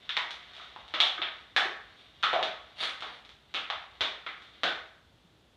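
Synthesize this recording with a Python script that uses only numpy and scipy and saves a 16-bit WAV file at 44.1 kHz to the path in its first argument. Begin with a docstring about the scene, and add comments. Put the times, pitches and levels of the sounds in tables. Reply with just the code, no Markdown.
"""Hands pick assembly hardware out of a stiff plastic tray on the wooden floor of a bare room.
From the start, fingers rummage and scrape over the plastic while the tray's pockets buckle and snap.
Loose parts rattle after each jolt, the tray rocks with hollow knocks, and small parts drop with a tick.
From four seconds on, soft thuds join the last snaps; then the tray rests and the person gets up.
A phone hears it all from a couple of metres away."""
import sys
import numpy as np
from scipy import signal
from scipy.fft import rfft, irfft
from scipy.io import wavfile

SR = 44100
rng = np.random.default_rng(int(sys.argv[2]) if len(sys.argv) > 2 else 0)


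def transcribe(signal):
    """Save signal, clipped to [-1, 1], as a 16-bit WAV file at the path in sys.argv[1]."""
    frames = np.atleast_2d(signal).T
    limited = np.clip(frames, -1, 1)
    pcm = np.round(limited * 32767).astype(np.int16)
    wavfile.write(sys.argv[1], SR, pcm)


N = 245460
TIME = np.arange(N) / SR
TOP_HZ = 15300  # upper edge of the band

# room tone, the still air: (frequency [Hz], relative level [dB])
AIR_SPECTRUM = [(20, -28.5), (38, -21.5), (52, 2.5), (80, -3.5), (180, -8.5), (420, -11), (830, -15.5),
                (2500, -21.5), (3500, -15.5), (5000, -28), (9000, -36.5), (15000, -44)]
# reverb time of the bare room: (frequency [Hz], t60 [s])
ROOM_DECAY = [(150, 0.31), (500, 0.5), (1000, 0.55), (1700, 0.58), (3400, 0.42), (6000, 0.44),
              (12000, 0.36)]
# soft thuds through the floorboards: (time [s], level [dB], pitch [Hz])
FLOOR_THUDS = [(4.006, -43, 80), (4.642, -40.5, 180), (5.059, -49.5, 75.2), (5.135, -52, 122),
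               (5.245, -52.5, 176), (5.32, -55, 99)]
# faint rummaging of the hands: (start [s], end [s], level [dB])
RUMMAGE_SPANS = [(0, 1.37, -52), (1.5, 3.16, -56.5), (3.53, 4.85, -56.5)]
# a finger pushes parts across the plastic: (time [s], length [s], level [dB], metal send [dB])
FINGER_STROKES = [(0.578, 0.069, -46.5, -18.5), (1.98, 0.021, -69, 16), (2.805, 0.043, -33.5, 2),
                  (3.05, 0.11, -52, -5)]
# modes of the loose screws: (frequency [Hz], width [Hz], gain [dB])
SCREW_MODES = [(4630, 510, 2.5), (9700, 880, 14), (11290, 830, 7.5), (14800, 730, 15.5)]
# a single small part drops: (time [s], level [dB])
PART_DROPS = [(0.3077, -0.5), (.535, -15), (.551, -15), (.566, -11.5), (.880, -14), (2.2281, 0.5),
              (2.895, -3), (3.007, -5.5), (3.25, -15), (3.2923, -12.5), (3.5407, -0.5), (4.421, -16)]
# the tray rocks and knocks hollowly: (time [s], level [dB], pitch [Hz])
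TRAY_KNOCKS = [(.098, 3, 1600), (.174, 17, 966), (.598, 0, 1280), (.762, 6, 930), (1.026, 15.5, 763),
               (1.181, 9.5, 1420), (1.191, 8, 355), (1.580, 19, 820), (1.655, 12.5, 396),
               (2.240, 19.5, 1240), (2.269, 13.5, 1300), (2.345, 18.5, 670), (2.362, 17, 640),
               (2.394, 19.5, 714), (3.576, 9, 1340), (4.266, 10, 1370), (4.276, 3.5, 2130),
               (4.649, 13, 676), (4.669, 8.5, 356)]
# a pocket buckles and snaps: (time [s], level [dB], direct sound [dB], body [dB],
# treble slope [dB/octave], pocket pitch [Hz], pocket width [Hz], pocket ring [dB])
POCKET_SNAPS = [ (0.0922, 4, -1.5, -35, -2.5, 3480, 400, 3), (.168, 8.5, 2.5, -24, -1, 2050, 400, 3),
                (.939, 9.5, -4.5, -1, -7, 1290, 250, -5), (1.0026, 14, 0, -11, 2.5, 3400, 800, 4.5),
                (1.218, 9.5, -1, -7, -19, 1300, 300, -45), (1.5638, 14, -2, -1, 2.5, 1685, 320, 8.5),
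                (2.233, 12.5, -4, -5.5, -4, 1380, 210, 8), (2.3312, 3, -1, 2, 0, 690, 400, 16.5),
                (2.428, 8.5, 0.5, 3.5, -1.5, 3400, 600, -14), (2.829, 6.5, -3, -3.5, 0, 1300, 400, -4.5),
                (3.0231, -1, -3, 4, -2, 960, 594, 5.5), (3.5453, 6.5, -5.5, -1, -2, 2620, 700, 0.5),
                (3.701, 4.5, 1.5, -10.5, -5.5, 800, 446, 7.5),
                (4.008, 12.5, -4.5, 0.5, -1.5, 3630, 500, -8), (4.264, -6.5, -2, 6, -1, 2140, 790, 7.5),
                (4.634, 13.5, -3, 4.5, -1.5, 1520, 130, 6), ]
# modes of the whole tray: (frequency [Hz], width [Hz], gain [dB])
TRAY_MODES = [(350, 9.9, -18), (640.7, 11, 1), (720, 22, -2.5), (787, 16, 0), (899, 4.7, -21),
              (1122, 13, 5), (1270, 65, 0), (1520, 16, -14.5), (1820, 16, -23.5), (2050, 26, -13),
              (2236, 12, -4.5), (3400, 24, -18.5), (3604, 72, -6)]
# tone of a click on the tray, with the microphone's presence peak: (frequency [Hz], gain [dB])
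CLICK_EQ = [(50, -21.5), (150, -12.5), (300, -7), (600, -4), (1000, -5), (2000, -1), (2700, -2),
            (3400, 4.5), (4000, -1.5), (4700, -13), (6000, -20), (8000, -32.5), (11000, -42.5),
            (15000, -60)]


def undb(db):
    """Decibels to gain."""
    return 10 ** (np.asarray(db) / 20)


def unit_rms(x):
    """Scale to an rms of one."""
    return x / np.sqrt(np.mean(x ** 2))


def unit_energy(x):
    """Scale to the energy of a single unit tick."""
    return x / np.sqrt(np.sum(x ** 2))


def curve_at(points, hz):
    """Read a curve of (frequency [Hz], value) points on a log-frequency axis."""
    point_hz, value = np.transpose(points)
    return np.interp(np.log(hz + 1), np.log(point_hz), value)


def equalise(x, points, size=2048):
    """Minimum-phase EQ through (frequency [Hz], gain [dB]) points: no pre-ring ahead of a click."""
    hz = np.arange(size // 2 + 1) * SR / size
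    cepstrum = irfft(np.log(undb(curve_at(points, hz))))
    cepstrum[1:size // 2] *= 2
    cepstrum[size // 2 + 1:] = 0
    impulse_response = irfft(np.exp(rfft(cepstrum)))
    return signal.fftconvolve(x, impulse_response)[:len(x)]


def ring(x, hz, width_hz):
    """One resonance, unity gain at its centre."""
    return signal.lfilter(*signal.iirpeak(hz, hz / width_hz, fs=SR), x)


def add(track, time_s, sound):
    """Mix a sound in at its cue."""
    start = int(time_s * SR)
    track[start:start + len(sound)] += sound[:N - start]


def room_tone(level_db=-63.5):
    """Still air: a faint, steady bed of rumble and hiss."""
    hz = np.arange(N // 2 + 1) * SR / N
    spectrum = rfft(rng.standard_normal(N)) * undb(curve_at(AIR_SPECTRUM, hz))
    return undb(level_db) * unit_rms(irfft(spectrum, N))


def room(x, direct_db=0, near_db=-6, early_db=-9, tail_db=-2, low_cut_hz=300, high_cut_hz=8000,
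         wall_s=.0058, early_decay_s=.0071, reflections_per_s=2400, build_cycles=6, size=32768):
    """Direct sound, early echoes, then a diffuse tail; each spot on the tray has its own wall paths."""
    t = TIME[:size]
    hz, age, noise = signal.stft(rng.standard_normal(size), SR, nperseg=256)
    build = 1 - np.exp(-age * hz[:, None] / build_cycles)  # lows take longer to fill the room
    fade = np.exp(-np.log(1000) * age / curve_at(ROOM_DECAY, hz)[:, None])
    tail = signal.istft(noise * build * fade)[1][:size] * np.minimum(t / wall_s, 1)
    echoes = rng.choice([-1, 1], size) * (rng.random(size) < reflections_per_s / SR)
    early = echoes * np.exp(-t / early_decay_s) * (t > wall_s / 10)
    # the nearest wall repeats the first arrival; both lack bass and the hands shade their treble
    near = (t == 0) + .5 * np.roll(t == 0, int(wall_s * SR))
    near = signal.lfilter(*signal.butter(1, [low_cut_hz, high_cut_hz], "band", fs=SR), near)
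    reverb = undb(early_db) * unit_energy(early) + undb(tail_db) * unit_energy(tail)
    return signal.fftconvolve(x, undb(direct_db + near_db) * near + reverb)[:N]


def floor_thuds(decay_s=.018, attack_s=.006):
    """Weight shifts on the boards, which answer with a short low note."""
    out, t = np.zeros(N), TIME[:SR // 4]
    envelope = np.exp(-t / decay_s) * (1 - np.exp(-t / attack_s))
    for time_s, db, hz in FLOOR_THUDS:
        add(out, time_s, undb(db) * np.sin(2 * np.pi * hz * t) * envelope)
    return out


def gesture(start_s, end_s, attack_s, release_s):
    """Envelope of a hand move: swell up to the start, hold, and fall away after the end."""
    return np.exp(-np.maximum(start_s - TIME, 0) / attack_s - np.maximum(TIME - end_s, 0) / release_s)


def stick_slip(ticks_per_s, scatter_db=3.0):
    """Friction catches and lets go: a dense grain of uneven ticks."""
    sizes = undb(scatter_db * np.minimum(rng.exponential(1, N), 5)) * rng.choice([-1, 1], N)
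    return unit_rms(sizes * (rng.random(N) < ticks_per_s / SR))


def finger_scrapes(gain_db=4, rummage_fade_s=.083, rummage_metal_db=-16.5):
    """Light rummaging and firmer strokes on plastic; where screws rub together, their modes sizzle."""
    pressure = np.max([undb(db) * gesture(start_s, end_s, rummage_fade_s, rummage_fade_s)
                       for start_s, end_s, db in RUMMAGE_SPANS], axis=0)
    on_plastic = pressure * stick_slip(ticks_per_s=700)
    on_metal = undb(rummage_metal_db) * on_plastic
    grain = stick_slip(ticks_per_s=1200)
    for time_s, length_s, db, metal_db in FINGER_STROKES:
        stroke = undb(db) * gesture(time_s, time_s + length_s, attack_s=.018, release_s=.02) * grain
        on_plastic += stroke
        on_metal += undb(metal_db) * stroke
    sizzle = sum(undb(db) * ring(on_metal, hz, width_hz) for hz, width_hz, db in SCREW_MODES)
    return undb(gain_db) * room(on_plastic + sizzle)


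def rattle(bounce_db=-15, spread_s=.018, count=5, size=8192):
    """A jolt, then a few weaker ticks as loose parts fall back."""
    delay_s = rng.exponential(spread_s, count)
    strength = 2 * rng.random(count) - 1
    ticks = np.zeros(size)
    ticks[0] = 1
    ticks[np.clip((delay_s * SR).astype(int), 1, size - 1)] += undb(bounce_db) * strength
    return unit_energy(ticks)


def part_drops(body_db=-7, mid_db=-3, treble_db=9):
    """A light, hard part lands with a bright tick."""
    out = np.zeros(N)
    bright_eq = [(400, body_db), (1100, mid_db), (3600, 0), (TOP_HZ, treble_db)]
    for time_s, db in PART_DROPS:
        add(out, time_s, room(undb(db) * equalise(rattle(), bright_eq), direct_db=1))
    return out


def tray_knocks(note_q=4.7, click_db=-21, body_db=3, presence_db=-5, treble_db=-22):
    """The tray rocks: a blunt contact sounds one hollow note of the shell and a little dull click."""
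    out = np.zeros(N)
    blunt_eq = [(400, body_db), (1100, 0), (3600, presence_db), (TOP_HZ, treble_db)]
    for time_s, db, hz in TRAY_KNOCKS:
        jolt = undb(db) * equalise(rattle(), blunt_eq)
        knock = ring(jolt, hz, hz / note_q) + undb(click_db) * jolt
        add(out, time_s, room(knock, direct_db=3))
    return out


def pocket_snaps(body_hz=400, mid_hz=1100, knee_hz=3600, rebound_s=.006, rebound_db=-6.5):
    """A pocket buckles and rings at its own pitch, then its wall springs back with a softer snap."""
    out = np.zeros(N)
    for time_s, db, direct_db, body_db, slope_db, hz, width_hz, pocket_db in POCKET_SNAPS:
        # a deep flex adds body, a hard contact tilts the treble up
        treble_db = slope_db * np.log2(TOP_HZ / knee_hz)
        snap_eq = [(body_hz, body_db), (mid_hz, 0), (knee_hz, 0), (TOP_HZ, treble_db)]
        jolt = undb(db) * equalise(rattle(), snap_eq)
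        snap = jolt + undb(pocket_db) * ring(jolt, hz, width_hz)
        add(out, time_s, room(snap, direct_db))
        add(out, time_s + rebound_s, undb(rebound_db) * room(snap, direct_db))
    return out


def tray_shell(contacts, smear_hz=3300, smear_width_hz=1500):
    """Every contact rings the whole tray; the thin shell smears a click over about a millisecond."""
    smeared = contacts - 2 * ring(contacts, smear_hz, smear_width_hz)  # all-pass: delay, no colour
    ringing = sum(undb(db) * ring(smeared, hz, width_hz) for hz, width_hz, db in TRAY_MODES)
    return equalise(smeared + ringing, CLICK_EQ)


def scene():
    """Mono mix: the tray up front, over the floorboards and the room tone."""
    contacts = pocket_snaps() + tray_knocks() + part_drops() + finger_scrapes()
    return (tray_shell(contacts) + floor_thuds() + room_tone())[None]


def record(dry):
    """The phone takes off the very top with a steep high cut."""
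    return signal.sosfilt(signal.ellip(10, .2, 70, TOP_HZ, fs=SR, output="sos"), dry)


dry = scene()
out = record(dry)
transcribe(out)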